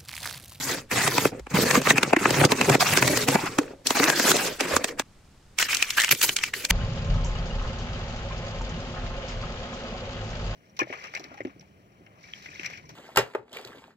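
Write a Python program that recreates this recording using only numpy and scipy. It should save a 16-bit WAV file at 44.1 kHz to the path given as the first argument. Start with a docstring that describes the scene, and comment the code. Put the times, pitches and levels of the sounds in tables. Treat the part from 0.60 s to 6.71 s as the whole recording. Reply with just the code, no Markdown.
"""Foil bags by hand, close up

A hand pushes foil bags about on a wooden shelf, then presses a small soft pack on a table, close to a phone.
The film rustles with swarms of tiny random clicks and snaps in short noise bursts now and then.
Air-filled bags and the shelf boom under it as damped modes, and soft low thuds are decaying sines.
The small pack has little body and crackles higher; faint still air lies behind, as coloured noise."""
import sys
import numpy as np
from scipy import signal
from scipy.io import wavfile
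from scipy.ndimage import uniform_filter1d

SR = 44100
rng = np.random.default_rng(int(sys.argv[2]) if len(sys.argv) > 2 else 0)


def to_wav(sig):
    """Store sig (one row per channel, or 1-D mono) as 16-bit WAV at the path in sys.argv[1].

    Samples outside -1..1 are clipped; the rate is SR.
    """
    pcm = np.clip(np.atleast_2d(sig), -1, 1) * 32767
    pcm = np.round(pcm).astype(np.int16)
    wavfile.write(sys.argv[1], SR, pcm.T)  # frames by channels


N = 269451
PACK_FROM_S = 4.7  # bags before, the small pack after

# creases that snap; levels stand before the mix gains in snaps(): # peak_s [moment of the click, s], film_db
# [dB], tick_db [treble tick, dB above film_db], pitch_hz [patch of film, Hz]
CREASES = [(0.477, -13, 3.5, 1900), (0.582, -9.5, -7, 970), (0.654, -8, -32, 544), (0.796, -35, -3, 600),
           (0.869, -28.5, -17, 910), (1.111, -12.5, 0, 1730), (1.155, -12, -28, 1110),
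           (1.218, -25, 3, 2560), (1.272, -9.5, -22, 1110), (1.307, -1.5, -17, 1940),
           (1.382, -6.5, -10, 2550), (1.432, -8.5, -3, 1250), (1.533, -3.5, -19, 694),
           (1.566, -7.5, -16, 2070), (1.657, -2.5, -27, 1280), (1.707, -16.5, 3, 580),
           (1.814, -11, -31, 540), (1.851, -11.5, 5, 1190), (1.92, -7.5, -2.5, 940),
           (2.013, -5.5, -9.5, 2660), (2.098, -8, -3.5, 890), (2.152, -9, -13, 610),
           (2.337, -9.5, -19, 2720), (2.374, -9, -1, 1600), (2.426, -5.5, -8, 1820),
           (2.478, -11.5, 1, 2200), (2.574, -14, 3.5, 1900), (2.687, -12.5, 1.5, 2910),
           (2.756, -9, -28, 840), (2.987, -9, -6.5, 1110), (3.033, -39, -6, 1480), (3.271, -28, 20, 2070),
           (3.307, -12, -1, 960), (3.4, -15.5, -31, 590), (3.441, -19.5, 9.5, 1460), (3.501, -12, 1, 1640),
           (3.598, -10, -4.5, 1700), (3.717, -11, 2, 1450), (3.768, -25, 11, 2800),
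           (4.008, -12.5, -1.5, 2950), (4.166, -10, -0.5, 1120), (4.244, -13.5, 0.5, 1850),
           (4.397, -12, -3.5, 1650), (4.988, -17.5, 5.5, 2170), (5.027, -15.5, 2.5, 1820),
           (5.132, -16, -13, 2350), (5.148, -25.5, 14, 2460), (5.17, -29, 14, 2490),
           (5.226, -14, 2.5, 2420), (5.306, -27, 12.5, 2240), (5.385, -21, -14, 1600),
           (5.401, -17.5, 5.5, 1750), (5.409, -27, 11, 2000), (5.419, -28, 15, 1800),
           (5.438, -15.5, -1, 1800), (5.446, -15.5, 2, 2220), (5.492, -18.5, 1, 3000),
           (5.512, -8.5, -25, 2340), (5.524, -10.5, -4, 2280), (5.55, -30, 6, 2350), (5.616, -18, 8, 2370),
           (5.693, -14, -1, 3050), (5.766, -19, 7, 2300), (5.788, -21.5, -5, 3200), (5.838, -14, -1, 2320),
           (5.939, -17, -8, 1960), (6.051, -19.5, 6.5, 2420)]
# colour of the hiss of sliding film: freq_hz [Hz], level_db [relative dB per Hz]
HISS_COLOUR = [(1800, -26.5), (3000, 4), (7000, 3.5), (8300, 1), (8900, -5), (15500, -12)]
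# modes of the air-filled bags: freq_hz [Hz], width_hz [Hz], level_db [relative dB]
BAG_MODES = [(279.6, 53, 2.5), (375, 110, 1), (475.5, 155, 3.5)]


def rustle():
    """One swarm of buckles drives the film, a finer one the hiss; slower shoves drive bags and shelf."""
    # mode of the board that the bags rub on: freq_hz [Hz], width_hz [Hz], level_db [relative dB]
    shelf_modes = [(127, 38, 0)]
    # topmost hiss for bags on the shelf, bag lifted in, bag set down, small pack: level_db [relative dB]
    sheen_levels = [-9, -3.5, -16, -11]
    on_shelf_until_s, set_down_s = 2.95, 3.98
    boom_lag_s = 0.0058  # the air and the board answer a little after the film

    t = np.arange(N) / SR
    film_db, slide_db, boom_db = handling_db()
    # the more the film slides, the brighter its hiss
    levels_db = [film_db, film_db + slide_db, boom_db, film_db + 3.6 * slide_db]
    film_gain, hiss_gain, boom_gain, sheen_gain = gain_of(levels_db + tension_db())

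    swarm = buckles(per_s=900, spread_db=3.3, clump_db=2.5, smooth=0.8)
    fizz = buckles(per_s=3300, spread_db=0.0, clump_db=0.0, smooth=0.86)
    slow = buckles(per_s=250, spread_db=2.5, clump_db=4.0, smooth=1.0)

    shoves = np.interp(t - boom_lag_s, t, boom_gain) * (slow + 0.58 * swarm)
    board_share = np.where(t < on_shelf_until_s, 0.8, 0.12)
    air_share = np.where(t < PACK_FROM_S, 1, 0.3)  # the flat pack holds little air
    boom = body(air_share * shoves, BAG_MODES) - body(board_share * shoves, shelf_modes)
    boom = patchy(boom, depth_db=3.0, size=2048, count=3)

    place = np.searchsorted([on_shelf_until_s, set_down_s, PACK_FROM_S], t)
    sheen = gain_of(np.take(sheen_levels, place)) * sheen_gain * fizz
    hiss = through(hiss_gain * fizz, colour(HISS_COLOUR))
    hiss += resonate(sheen, np.full(N, 11500), width=5600)
    hiss = patchy(hiss, depth_db=3.0, size=512, count=40)
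    return boom + patchy(film(film_gain * swarm, ring=0.88) + hiss, depth_db=2.5, size=512, count=3)


def handling_db():
    """Each push grips fast, swells or sags, and lets go; the strongest push rules. The boom lingers."""
    # pushes of the hand: start_s [s], length_s [s], rustle_db [at the start, dB],
    # swell_db [change by the end, dB], hiss_db [sliding film, dB above the rustle],
    # weight_db [boom under a middling rustle, dB]
    pushes = [(0.0, 0.14, -39, 6, 2, -41.5), (0.113, 0.11, -28.5, -21.5, -1.5, -38.5),
              (0.314, 0.17, -28.5, 2.5, -3, -42.5), (0.466, 0.2, -35, 4, 1, -38.5),
              (0.72, 0.076, -50.5, -7, -9, -21.5), (0.904, 0.041, -47, 0, -1.5, -33),
              (0.945, 0.087, -30, 3.5, 0, -33), (1.053, 0.12, -33, 8, -0.5, -36),
              (1.216, 0.088, -41.5, 25, -3, -39.5), (1.358, 0.017, -36, 9.5, -5, -42),
              (1.413, 0.1, -36, 1.5, -9.5, -37), (1.592, 0.25, -34, 10, -4, -34.5),
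              (1.883, 0.037, -40, 16.5, -7, -37), (1.952, 0.2, -34.5, 9, -4, -36.5),
              (2.208, 0.016, -20.5, -1, -0.5, -48.5), (2.247, 0.14, -29.5, 5, -1, -40.5),
              (2.409, 0.23, -31.5, -2.5, 1, -32), (2.676, 0.077, -32, 1, -1, -33.5),
              (2.77, 0.29, -32, -18.5, -5, -36.5), (2.86, 0.022, -29, -2, -7, -46),
              (2.958, 0.17, -51.5, -1, -10, -27), (3.263, 0.09, -38, -2, 1, -34),
              (3.353, 0.18, -25.5, -1.5, -3, -36), (3.548, 0.16, -34, 11.5, -0.5, -35),
              (3.722, 0.16, -29.5, -0.5, -1.5, -34.5), (3.89, 0.099, -38, -12, -1, -38.5),
              (4.002, 0.056, -25.5, -6, -7.5, -39), (4.07, 0.093, -36.5, 6, -1, -34.5),
              (4.19, 0.073, -46, 0.5, -4, -30.5), (4.276, 0.011, -40.5, 8, -4, -33),
              (4.389, 0.02, -39, -2, -2, -58), (5, 0.089, -24, -25.5, 1.5, -43.5),
              (5.09, 0.057, -32, 3.5, -1.5, -46), (5.175, 0.21, -38, -5, 0, -43.5),
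              (5.375, 0.1, -25.5, -8.5, -2, -68), (5.515, 0.0051, -32, -3.5, 8.5, -25.5),
              (5.541, 0.096, -48.5, 2, 4.5, -45), (5.629, 0.016, -29.5, 0.5, 7, -54),
              (5.649, 0.05, -36.5, -3.5, 4, -33), (5.683, 0.049, -49.5, 1, 6.5, -26),
              (5.775, .11, -45.5, 5, -1, -36), (5.947, 0.11, -42, -6.5, 3, -29.5),
              (6.103, 0.0097, -31, 16.5, 4, -53)]
    # instants that no push sounds across: time_s [s]
    cuts = [0.801, 0.938, 4.422]
    grip_db_per_s, let_go_db_per_s = 1486, 572.5
    middling_db = -35
    boom_follows = 0.89  # the boom moves by this share of the rustle's dB
    boom_fade_db_per_s = 263.5  # before that share is taken

    t = np.arange(0, N / SR + .002, .002)
    start, length, first_db, swell_db, hiss_db, weight_db = np.transpose(pushes)[:, :, None]
    held = first_db + swell_db * np.clip((t - start) / length, 0, 1)
    held -= grip_db_per_s * np.maximum(start - t, 0)
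    same_side = np.searchsorted(cuts, t) == np.searchsorted(cuts, start)
    held = np.where(same_side, held, -100)

    after = np.maximum(t - start - length, 0)
    film_db = held - let_go_db_per_s * after
    slide_db = uniform_filter1d(hiss_db[film_db.argmax(axis=0), 0], size=10)
    boom_db = weight_db + boom_follows * (held - boom_fade_db_per_s * after - middling_db)
    curves = (film_db.max(axis=0), slide_db, boom_db.max(axis=0))
    return [np.interp(np.arange(N) / SR, t, c) for c in curves]


def tension_db():
    """The rustle swells as a crease loads up and slackens once it has snapped."""
    t = np.arange(-3000, 3001) / SR
    cycle = np.where(t < .002, 2.7 * np.exp(t / 0.012), -5.0 * np.exp(-t / 0.013))
    moments = np.bincount([round(row[0] * SR) for row in CREASES], minlength=N)
    return signal.oaconvolve(moments, cycle, "same")


def buckles(per_s, spread_db, clump_db, smooth):
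    """Tiny buckles: random clicks, a few large when spread, coming in clumps, over a smooth rub."""
    sizes = gain_of(spread_db * np.minimum(rng.exponential(1, N), 3.4)) * rng.choice([-1, 1], N)
    clicks = evened(sizes * (rng.random(N) < per_s / SR))
    clumps = evened(uniform_filter1d(uniform_filter1d(rng.standard_normal(N), 500), 500))
    return evened((clicks + smooth * rng.standard_normal(N)) * gain_of(clump_db * clumps))


def snaps():
    """A crease creeps, gives way with one sharp click in a burst of a few ms; the boom follows a little later."""
    bag_boom_db, pack_boom_db = -12.5, -32  # above film_db before the mix gains, for a crease at 1 kHz
    boom_db_per_octave = -5.5  # large, low-pitched creases shove more air

    t = np.arange(-800, 1200) / SR
    chance = rng.standard_normal((len(CREASES), 3, len(t)))

    def burst(rise_s, fall_s):
        """Exponential rise to the moment of the snap, exponential fall after it."""
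        return np.where(t < 0, np.exp(t / rise_s), np.exp(-t / fall_s))

    crack = burst(0.0024, 0.0025) + 0.43 * burst(0.0012, 0.0086)
    shove = np.roll(burst(0.00013, 0.0009), 90)  # 2 ms late
    click = np.outer([10., 10., 0], t == 0) + [[0], [0], [1.5]] * shove

    drive = np.zeros((3, N + len(t)))  # rows: film, tick, boom
    for (s, film_db, tick_db, hz), noise in zip(CREASES, chance):
        boom_db = bag_boom_db if s < PACK_FROM_S else pack_boom_db
        boom_db += boom_db_per_octave * np.log2(hz / 1000)
        parts = noise * [crack, crack, shove] + click
        parts /= np.linalg.norm(parts, axis=1, keepdims=True)
        at = round(s * SR)
        drive[:, at:at + len(t)] += gain_of(film_db + np.array([[0], [tick_db], [boom_db]])) * parts
    film_drive, tick_drive, boom_drive = drive[:, 800:N + 800]

    tick = through(tick_drive, colour(HISS_COLOUR)) + 0.1 * high_pass(tick_drive, 11000, order=4)
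    boom = body(boom_drive, BAG_MODES)
    return gain_of(14.0) * film(film_drive, ring=1.31) + gain_of(15.0) * tick + gain_of(16.0) * boom


def film(x, ring):
    """A broad colour plus the pitch of the patch that snaps nearest in time; the small pack rings more."""
    # colours of the bags' and the pack's film: freq_hz [Hz], level_db [relative dB per Hz]
    bag_colour = [(400, -25.5), (650, 0.5), (1100, 0.5), (2600, -0.5), (3200, -16.5), (5000, -50.5)]
    pack_colour = [(400, -18.5), (1050, -7.5), (1500, -1.5), (3000, -1), (5000, -43)]
    t = np.arange(N) / SR
    s, *_, hz = np.transpose(CREASES)
    on_pack = t > PACK_FROM_S
    broad = through(x * ~on_pack, colour(bag_colour)) + through(x * on_pack, colour(pack_colour))
    nearest = np.searchsorted((s[1:] + s[:-1]) / 2, t)
    patch = resonate(broad, hz[nearest], width=194)
    return broad + ring * np.where(on_pack, 2.4, 1.1) * patch


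def body(x, modes):
    """Damped modes ring together; things this small radiate little low down, so the bass is cut."""
    t = np.arange(3000) / SR
    ring = np.zeros(len(t))
    for hz, width, db in modes:
        ring += gain_of(db) * np.sqrt(width) * np.exp(-np.pi * width * t) * np.sin(2 * np.pi * hz * t)
    ring = high_pass(ring, 1.3 * modes[0][0], order=2)
    return through(x, ring / np.linalg.norm(ring))


def patchy(x, depth_db, size, count):
    """The ringing shape keeps changing: bands `count` bins wide swell and fade at random."""
    z = signal.stft(x, nperseg=size, noverlap=size * 3 // 4)[2]
    field = uniform_filter1d(rng.standard_normal(z.shape), count, axis=0)
    field = evened(uniform_filter1d(field, size=8, axis=1))
    z = z * evened(gain_of(depth_db * field))
    return signal.istft(z, nperseg=size, noverlap=size * 3 // 4)[1][:N]


def thuds():
    """A soft push: a sine that rises gently and dies within a few cycles."""
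    # dull thuds and knocks of the bags on shelf and table: start_s [s], peak_db [envelope, dB], pitch_hz [Hz]
    knocks = [(0.802, -39, 58.7), (0.654, -15.5, 436), (0.94, -14.5, 185), (1.173, -12, 259),
              (1.568, -13, 332), (1.848, -15, 286), (2.104, -13.5, 138), (2.987, -10.5, 288),
              (4.132, -33, 78.8), (4.138, -16.5, 537)]
    rise_cycles, fall_cycles = 0.97, 1.9
    t, out = np.arange(6000) / SR, np.zeros(N + 6000)
    for s, db, hz in knocks:
        shape = (1 - np.exp(-t * hz / rise_cycles)) * np.exp(-t * hz / fall_cycles)
        out[round(s * SR):][:len(t)] += gain_of(db) * shape / shape.max() * np.sin(2 * np.pi * hz * t)
    return out[:N]


def still_air():
    """Steady noise, weighted to the bass, for the quiet room."""
    # colour of the still air: freq_hz [Hz], level_db [relative dB per Hz]
    air_colour = [(40, -2.5), (127, -5.5), (460, -19.5), (7700, -33.5), (16000, -51)]
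    level_db = -54.5
    return gain_of(level_db) * through(rng.standard_normal(N), colour(air_colour))


def between_microphones(mid, size):
    """The source is wide and always moving: the side signal shares the envelope but not the fine phase."""
    # stereo width: freq_hz [Hz], side_db [dB above mid]
    width = [(60, -10), (250, -18.5), (700, -3.5), (1500, -8.5), (5000, -2.5)]
    hz, _, z = signal.stft(mid, SR, nperseg=size, noverlap=size * 3 // 4)
    scattered = z * np.exp(2j * np.pi * rng.random(z.shape))
    z = 2 * scattered * gain_of(read(width, hz))[:, None]  # 2: random phases halve the overlapped sum
    return signal.istft(z, nperseg=size, noverlap=size * 3 // 4)[1][:N]


def gain_of(db):
    """Amplitude factor of a level in dB."""
    return 10 ** (np.asarray(db) / 20)


def evened(x):
    """Scales to an RMS of 1."""
    return x / np.sqrt(np.mean(x ** 2) + 1e-20)


def read(points, hz):
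    """Reads a curve of (Hz, value) points along log frequency."""
    f, value = np.transpose(points)
    return np.interp(np.log(hz + 1), np.log(f + 1), value)


def colour(points, size=4096):
    """Causal minimum-phase filter of energy 1 with the given spectrum."""
    log_gain = np.log(gain_of(read(points, abs(np.fft.fftfreq(size, 1 / SR)))))
    taps = np.fft.ifft(np.exp(log_gain - 1j * signal.hilbert(log_gain).imag)).real[:size // 2]
    return taps / np.linalg.norm(taps)


def through(x, taps):
    """Filters x with the taps and keeps its length."""
    return signal.oaconvolve(x, taps)[:len(x)]


def resonate(x, hz, width):
    """Shifts the curve hz down to zero, smooths, and shifts back: a moving resonance."""
    turn = np.exp(2j * np.pi * np.cumsum(hz) / SR)
    r = np.exp(-np.pi * width / SR)
    return 2 * (turn * signal.lfilter([1 - r], [1, -r], x / turn)).real


def high_pass(x, hz, order):
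    """Butterworth filter that takes away what lies below hz."""
    return signal.sosfilt(signal.butter(order, hz, "high", fs=SR, output="sos"), x)


def scene():
    """Bags, pack and still air at two microphones."""
    mid = rustle() + snaps() + thuds()  # so close that the walls add nothing
    mid += still_air()
    side = high_pass(between_microphones(mid, size=256), 90, order=3)  # the side carries no deep bass
    return np.array([mid + side, mid - side])


def record(dry):
    """Soft overload on the loudest snaps, then the band limit."""
    edge_hz = 15850
    soft = np.tanh(dry)
    taps = signal.firwin(511, edge_hz, window=("kaiser", 9), fs=SR)
    return signal.oaconvolve(soft, taps[None], "same")


dry = scene()
out = record(dry)
to_wav(out)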